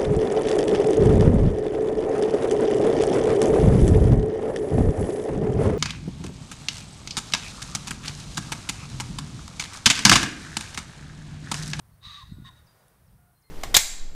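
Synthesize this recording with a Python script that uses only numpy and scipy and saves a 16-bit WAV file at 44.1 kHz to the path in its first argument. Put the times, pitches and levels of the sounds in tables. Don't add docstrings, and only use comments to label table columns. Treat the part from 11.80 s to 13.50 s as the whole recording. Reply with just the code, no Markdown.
import sys
import numpy as np
from scipy import signal
from scipy.fft import rfft, irfft, next_fast_len
from scipy.io import wavfile
from scipy.ndimage import map_coordinates

SR = 44100
rng = np.random.default_rng(int(sys.argv[2]) if len(sys.argv) > 2 else 0)


def generate_wav(signal):
    frames = np.transpose(np.atleast_2d(signal))
    scaled = np.clip(frames, -1, 1) * 32767
    pcm = np.round(scaled).astype(np.int16)
    wavfile.write(sys.argv[1], SR, pcm)


N = 74970
TIME = np.arange(N) / SR


def amp(db):
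    return 10 ** (np.asarray(db) / 20)


def unit(x):
    return x / np.sqrt(np.mean(x ** 2) + 1e-20)


def along(points, hz):
    freqs, values = np.transpose(points)
    return np.interp(np.log(hz + 1), np.log(freqs + 1), values)


def envelope(times_s, db):
    outside_s = np.maximum(times_s[0] - TIME, 0) + np.maximum(TIME - times_s[-1], 0)
    return amp(np.interp(TIME, times_s, db)) * np.exp(-outside_s / 0.0037)


def wobble(rate_hz):
    return map_coordinates(rng.standard_normal(4096), [TIME * rate_hz], mode="wrap")


def filtered(x, response):
    size = next_fast_len(N + SR // 2)
    return irfft(rfft(x, size) * response(np.fft.rfftfreq(size, 1 / SR)), size)[:N]


def coloured(x, colour):
    return unit(filtered(x, lambda hz: amp(along(colour, hz))))


def noise(colour):
    return coloured(rng.standard_normal(N), colour)


def tone(hz):
    return np.sqrt(2) * np.sin(2 * np.pi * np.cumsum(hz) / SR)


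def rough_tone(hz, jitter, shimmer_db, rate_hz):
    shaken = tone(hz * (1 + jitter * wobble(rate_hz)))
    return unit(shaken * amp(shimmer_db * wobble(rate_hz)))


# (time [s], level [dB])
AIR_LEVEL = [(0, -68), (.45, -69.5), (.75, -65), (1.05, -66), (1.3, -70), (1.55, -72), (1.7, -72)]
SWELL_LEVEL = [(.8, -109), (.95, -68.5), (1.06, -69), (1.2, -76.5), (1.35, -72)]
# (frequency [Hz], gain [dB])
AIR_SPECTRUM = [(100, -5.5), (300, -0.5), (700, -1.5), (1100, 0), (1900, -6), (2600, -12), (5000, -14),
                (8000, -17.5), (15000, -20)]
SWELL_SPECTRUM = [(250, -26), (430, 0), (650, -0.5), (1000, -10), (1600, -19.5), (2500, -23.5)]
HISS_SPECTRUM = [(100, 3), (4000, -13.5), (7700, -12.5), (8200, 3), (11000, 3.5), (15500, 2)]


def open_air(hiss_db=-70.5):
    air = envelope(*np.transpose(AIR_LEVEL)) * noise(AIR_SPECTRUM)
    swell = envelope(*np.transpose(SWELL_LEVEL)) * noise(SWELL_SPECTRUM)
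    return air + swell + amp(hiss_db) * noise(HISS_SPECTRUM)


# (time [s], level [dB])
RUMBLE_LEVEL = [(0, -59), (.17, -57.5), (.21, -66), (.27, -53), (.35, -61), (.44, -54), (.53, -43),
                (.62, -49.5), (.7, -52), (.8, -57), (.9, -66), (1.0, -70.5), (1.17, -65), (1.33, -58),
                (1.45, -66.5), (1.52, -67), (1.7, -70.5)]
DRONE_LEVEL = [(0, -67.5), (.15, -59.5), (.35, -60.5), (.6, -56), (.8, -62.5), (1.0, -69.5), (1.08, -62),
               (1.17, -68), (1.3, -62), (1.44, -60.5), (1.55, -73), (1.7, -73.5)]
# (frequency [Hz], gain [dB])
RUMBLE_SPECTRUM = [(15, -17.5), (35, -4), (70, 4), (130, -1), (190, -8.5), (280, -22.5), (450, -36.5),
                   (1000, -100)]
DRONE_SPECTRUM = [(60, -30), (105, -2.5), (130, 2.5), (175, -5), (230, -18), (400, -46)]


def wind_and_handling():
    rumble = envelope(*np.transpose(RUMBLE_LEVEL)) * noise(RUMBLE_SPECTRUM)
    drone = envelope(*np.transpose(DRONE_LEVEL)) * noise(DRONE_SPECTRUM)
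    return rumble + drone


# (start [s], length [s], pitch [Hz], level [dB], relative octave level [dB], roughness [0-1])
FAR_NOTES = [(0.48, 0.38, 1440, -71, -39, 0.03), (0.876, 0.25, 1448, -78, -30, 0),
             (1.378, 0.19, 712, -75, -4, 0.3)]


def far_calls():
    out = np.zeros(N)
    for start_s, length_s, hz, db, octave_db, roughness in FAR_NOTES:
        pitch_hz = hz * (1 + 0.0614 * roughness * wobble(120))
        progress = np.clip((TIME - start_s) / length_s, 0, 1)
        arch = np.sqrt(np.abs(np.sin(np.pi * progress)))
        gain = arch * amp(db + 13 * roughness * wobble(80))
        out += gain * (tone(pitch_hz) + amp(octave_db) * tone(2 * pitch_hz))
    return out


# (time [s], pitch [Hz], level [dB])
CHIRP_CURVES = [
    [(.10, 4500, -92.5), (.125, 4370, -79), (.16, 4380, -81)],
    [(.47, 5100, -75.5), (.485, 4270, -72.5), (.515, 4165, -65), (.545, 4140, -79)],
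    [(.515, 8000, -92), (.535, 7900, -72), (.572, 7975, -82)],
    [(.862, 6100, -73), (.876, 4750, -67.5), (.905, 4824, -70.5), (.935, 4830, -78)],
    [(1.243, 6600, -96), (1.26, 5670, -79.5), (1.277, 5570, -81), (1.297, 3700, -82)],
    [(1.548, 4130, -84), (1.58, 4170, -75), (1.597, 4180, -84)],
    [(1.614, 6950, -81), (1.626, 5300, -73), (1.636, 4130, -74), (1.657, 4310, -70.5), (1.675, 4200, -76),
     (1.7, 4040, -81)],
    [(1.605, 2180, -90), (1.655, 2103, -78), (1.7, 2067, -76)],
]


def small_birds():
    out = np.zeros(N)
    for chirp in CHIRP_CURVES:
        times_s, hz, db = np.transpose(chirp)
        whistle = rough_tone(np.interp(TIME, times_s, hz), jitter=.007, shimmer_db=3, rate_hz=250)
        out += envelope(times_s, db) * whistle
    return out


# (frequency [Hz], gain [dB])
TICK_SPECTRUM = [(1000, -27), (5000, -16), (8000, -17), (9500, -4), (11000, 0), (12500, -24), (15000, -33)]


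def straw_tick(start_s=1.082, level_db=-50, decay_s=0.0011):
    age_s = TIME - start_s
    decay = (age_s > 0) * np.exp(-np.abs(age_s) / decay_s)
    return amp(level_db) * decay * noise(TICK_SPECTRUM)


# (time [s], peak [dB], nominal pitch [Hz])
HAND_BUMPS = [(.273, -39.5, 102), (.441, -43, 92), (0.524, -29, 139), (0.548, -38.5, 90.8),
              (.568, -43.5, 143), (.587, -36, 179), (0.602, -34.5, 128), (.623, -37.5, 157),
              (0.731, -53, 165), (1.34, -48.5, 95)]


def hand_bumps(width_cycles=0.38):
    out = np.zeros(N)
    for centre_s, peak_db, hz in HAND_BUMPS:
        offset = 2 * (TIME - centre_s) * hz / width_cycles
        out += amp(peak_db) * offset * np.exp((1 - offset ** 2) / 2)
    return out


# (delay [s], level [dB])
REFLECTIONS = [(.045, -14), (.102, -13), (.215, -24.5)]
# (frequency [Hz], T60 [s])
TAIL_DECAY = [(300, 1.7), (1000, 1.6), (2000, 1.6), (4000, 1.28), (9000, .4)]
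# (frequency [Hz], gain [dB])
ECHO_SPECTRUM = [(400, -11), (800, 8), (1100, -9.5), (1500, 3), (2200, -1), (3700, -2.5), (5000, 2.5),
                 (8000, 4)]


def outdoor_echo(x, smear_s=0.015, tail_db=-17.5):
    freqs, times_s, bins = signal.stft(rng.standard_normal(N), SR, nperseg=256)
    decay = amp(-60 * times_s / along(TAIL_DECAY, freqs)[:, None])
    tail = signal.istft(bins * decay, SR, nperseg=256)[1][:N]
    response = amp(tail_db) * unit(tail)
    for delay_s, db in REFLECTIONS:
        smear = (TIME > delay_s) * np.exp(-np.abs(TIME - delay_s) / smear_s)
        response += amp(db) * unit(rng.standard_normal(N) * smear)
    sent = filtered(x, lambda hz: amp(along(ECHO_SPECTRUM, hz)))
    return signal.fftconvolve(sent, response / np.sqrt(N))[:N]


def throat_rasp(throat, rattle_hz=256.7, scatter=0.23, decay_s=0.0015, breath_share=2.5):
    cycle = np.cumsum(rattle_hz * (1 + scatter * wobble(200))) / SR % 1
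    bursts = np.exp(-cycle / rattle_hz / decay_s)
    return coloured((unit(bursts) + breath_share) * rng.standard_normal(N), throat)


# (time [s], reed level [dB], shriek level [dB], pitch [Hz])
LONG_CONTOUR = [(.212, -80, -76, 1078), (.23, -62.5, -54, 1124), (.255, -55.5, -45.5, 1174),
                (.30, -55.5, -47, 1173), (.345, -61.5, -47, 1135), (.38, -49.5, -49, 1162),
                (.41, -53, -50.5, 1103), (.432, -50.5, -56, 1064), (.452, -70, -75.5, 1098)]
SHORT_CONTOUR = [(.636, -95, -71.5, 1089), (.652, -51.5, -55, 1089), (.672, -58, -49.5, 1102),
                 (.69, -52, -53, 1055), (.702, -57, -69.5, 1036), (.713, -89, -73, 1040)]
# (frequency [Hz], gain [dB])
LONG_FORMANTS = [(450, -45), (850, -18), (1150, -0.5), (1500, -12.5), (1930, -6), (2250, -13), (2700, -9),
                 (3250, -9.5), (3750, 1.5), (4200, -3.5), (4650, -7.5), (5650, -17.5), (6400, -14.5),
                 (7300, -25), (8600, -20.5), (10000, -32), (15000, -39)]
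SHORT_FORMANTS = [(450, -50), (850, -16), (1150, -2), (1480, -6), (1900, 3.5), (2450, -18), (2850, -4),
                  (3250, -8), (3700, 4), (4150, -11), (4800, -11), (5700, -17), (6500, -13.5), (7300, -24),
                  (8600, -12.5), (10000, -33), (15000, -52)]
# (frequency at mid pitch [Hz], relative level [dB])
SHRIEK_TONES = [(3624, -8.5), (3814, -2), (2562, -24), (4580, -18)]


def goose_honk(contour, throat, mid_pitch_hz=1136, partial_ratio=1.7, partial_db=-11.5, rasp_db=-2.5):
    times_s, reed_db, shriek_db, hz = np.transpose(contour)
    pitch_hz = np.interp(TIME, times_s, hz)
    reed = rough_tone(pitch_hz, jitter=.03, shimmer_db=2.5, rate_hz=300)
    partial = rough_tone(pitch_hz * partial_ratio, jitter=0.0348, shimmer_db=3.5, rate_hz=320)
    bend = (pitch_hz / mid_pitch_hz) ** .2
    shriek = sum(amp(db) * rough_tone(centre_hz * bend, jitter=0.01692, shimmer_db=3, rate_hz=260)
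                 for centre_hz, db in SHRIEK_TONES)
    low = envelope(times_s, reed_db) * (reed + amp(partial_db) * partial)
    high = envelope(times_s, shriek_db) * (shriek + amp(rasp_db) * throat_rasp(throat))
    return low + high


def scene(chirp_send_db=1.5):
    goose = goose_honk(LONG_CONTOUR, LONG_FORMANTS) + goose_honk(SHORT_CONTOUR, SHORT_FORMANTS)
    chirps = small_birds()
    echo = outdoor_echo(goose + amp(chirp_send_db) * chirps)
    calls = goose + chirps + echo + far_calls()
    return (calls + hand_bumps() + straw_tick() + wind_and_handling() + open_air())[None]


def record(dry, cutoff_hz=15750):
    return filtered(dry[0], lambda hz: hz < cutoff_hz)[None]


dry = scene()
out = record(dry)
generate_wav(out)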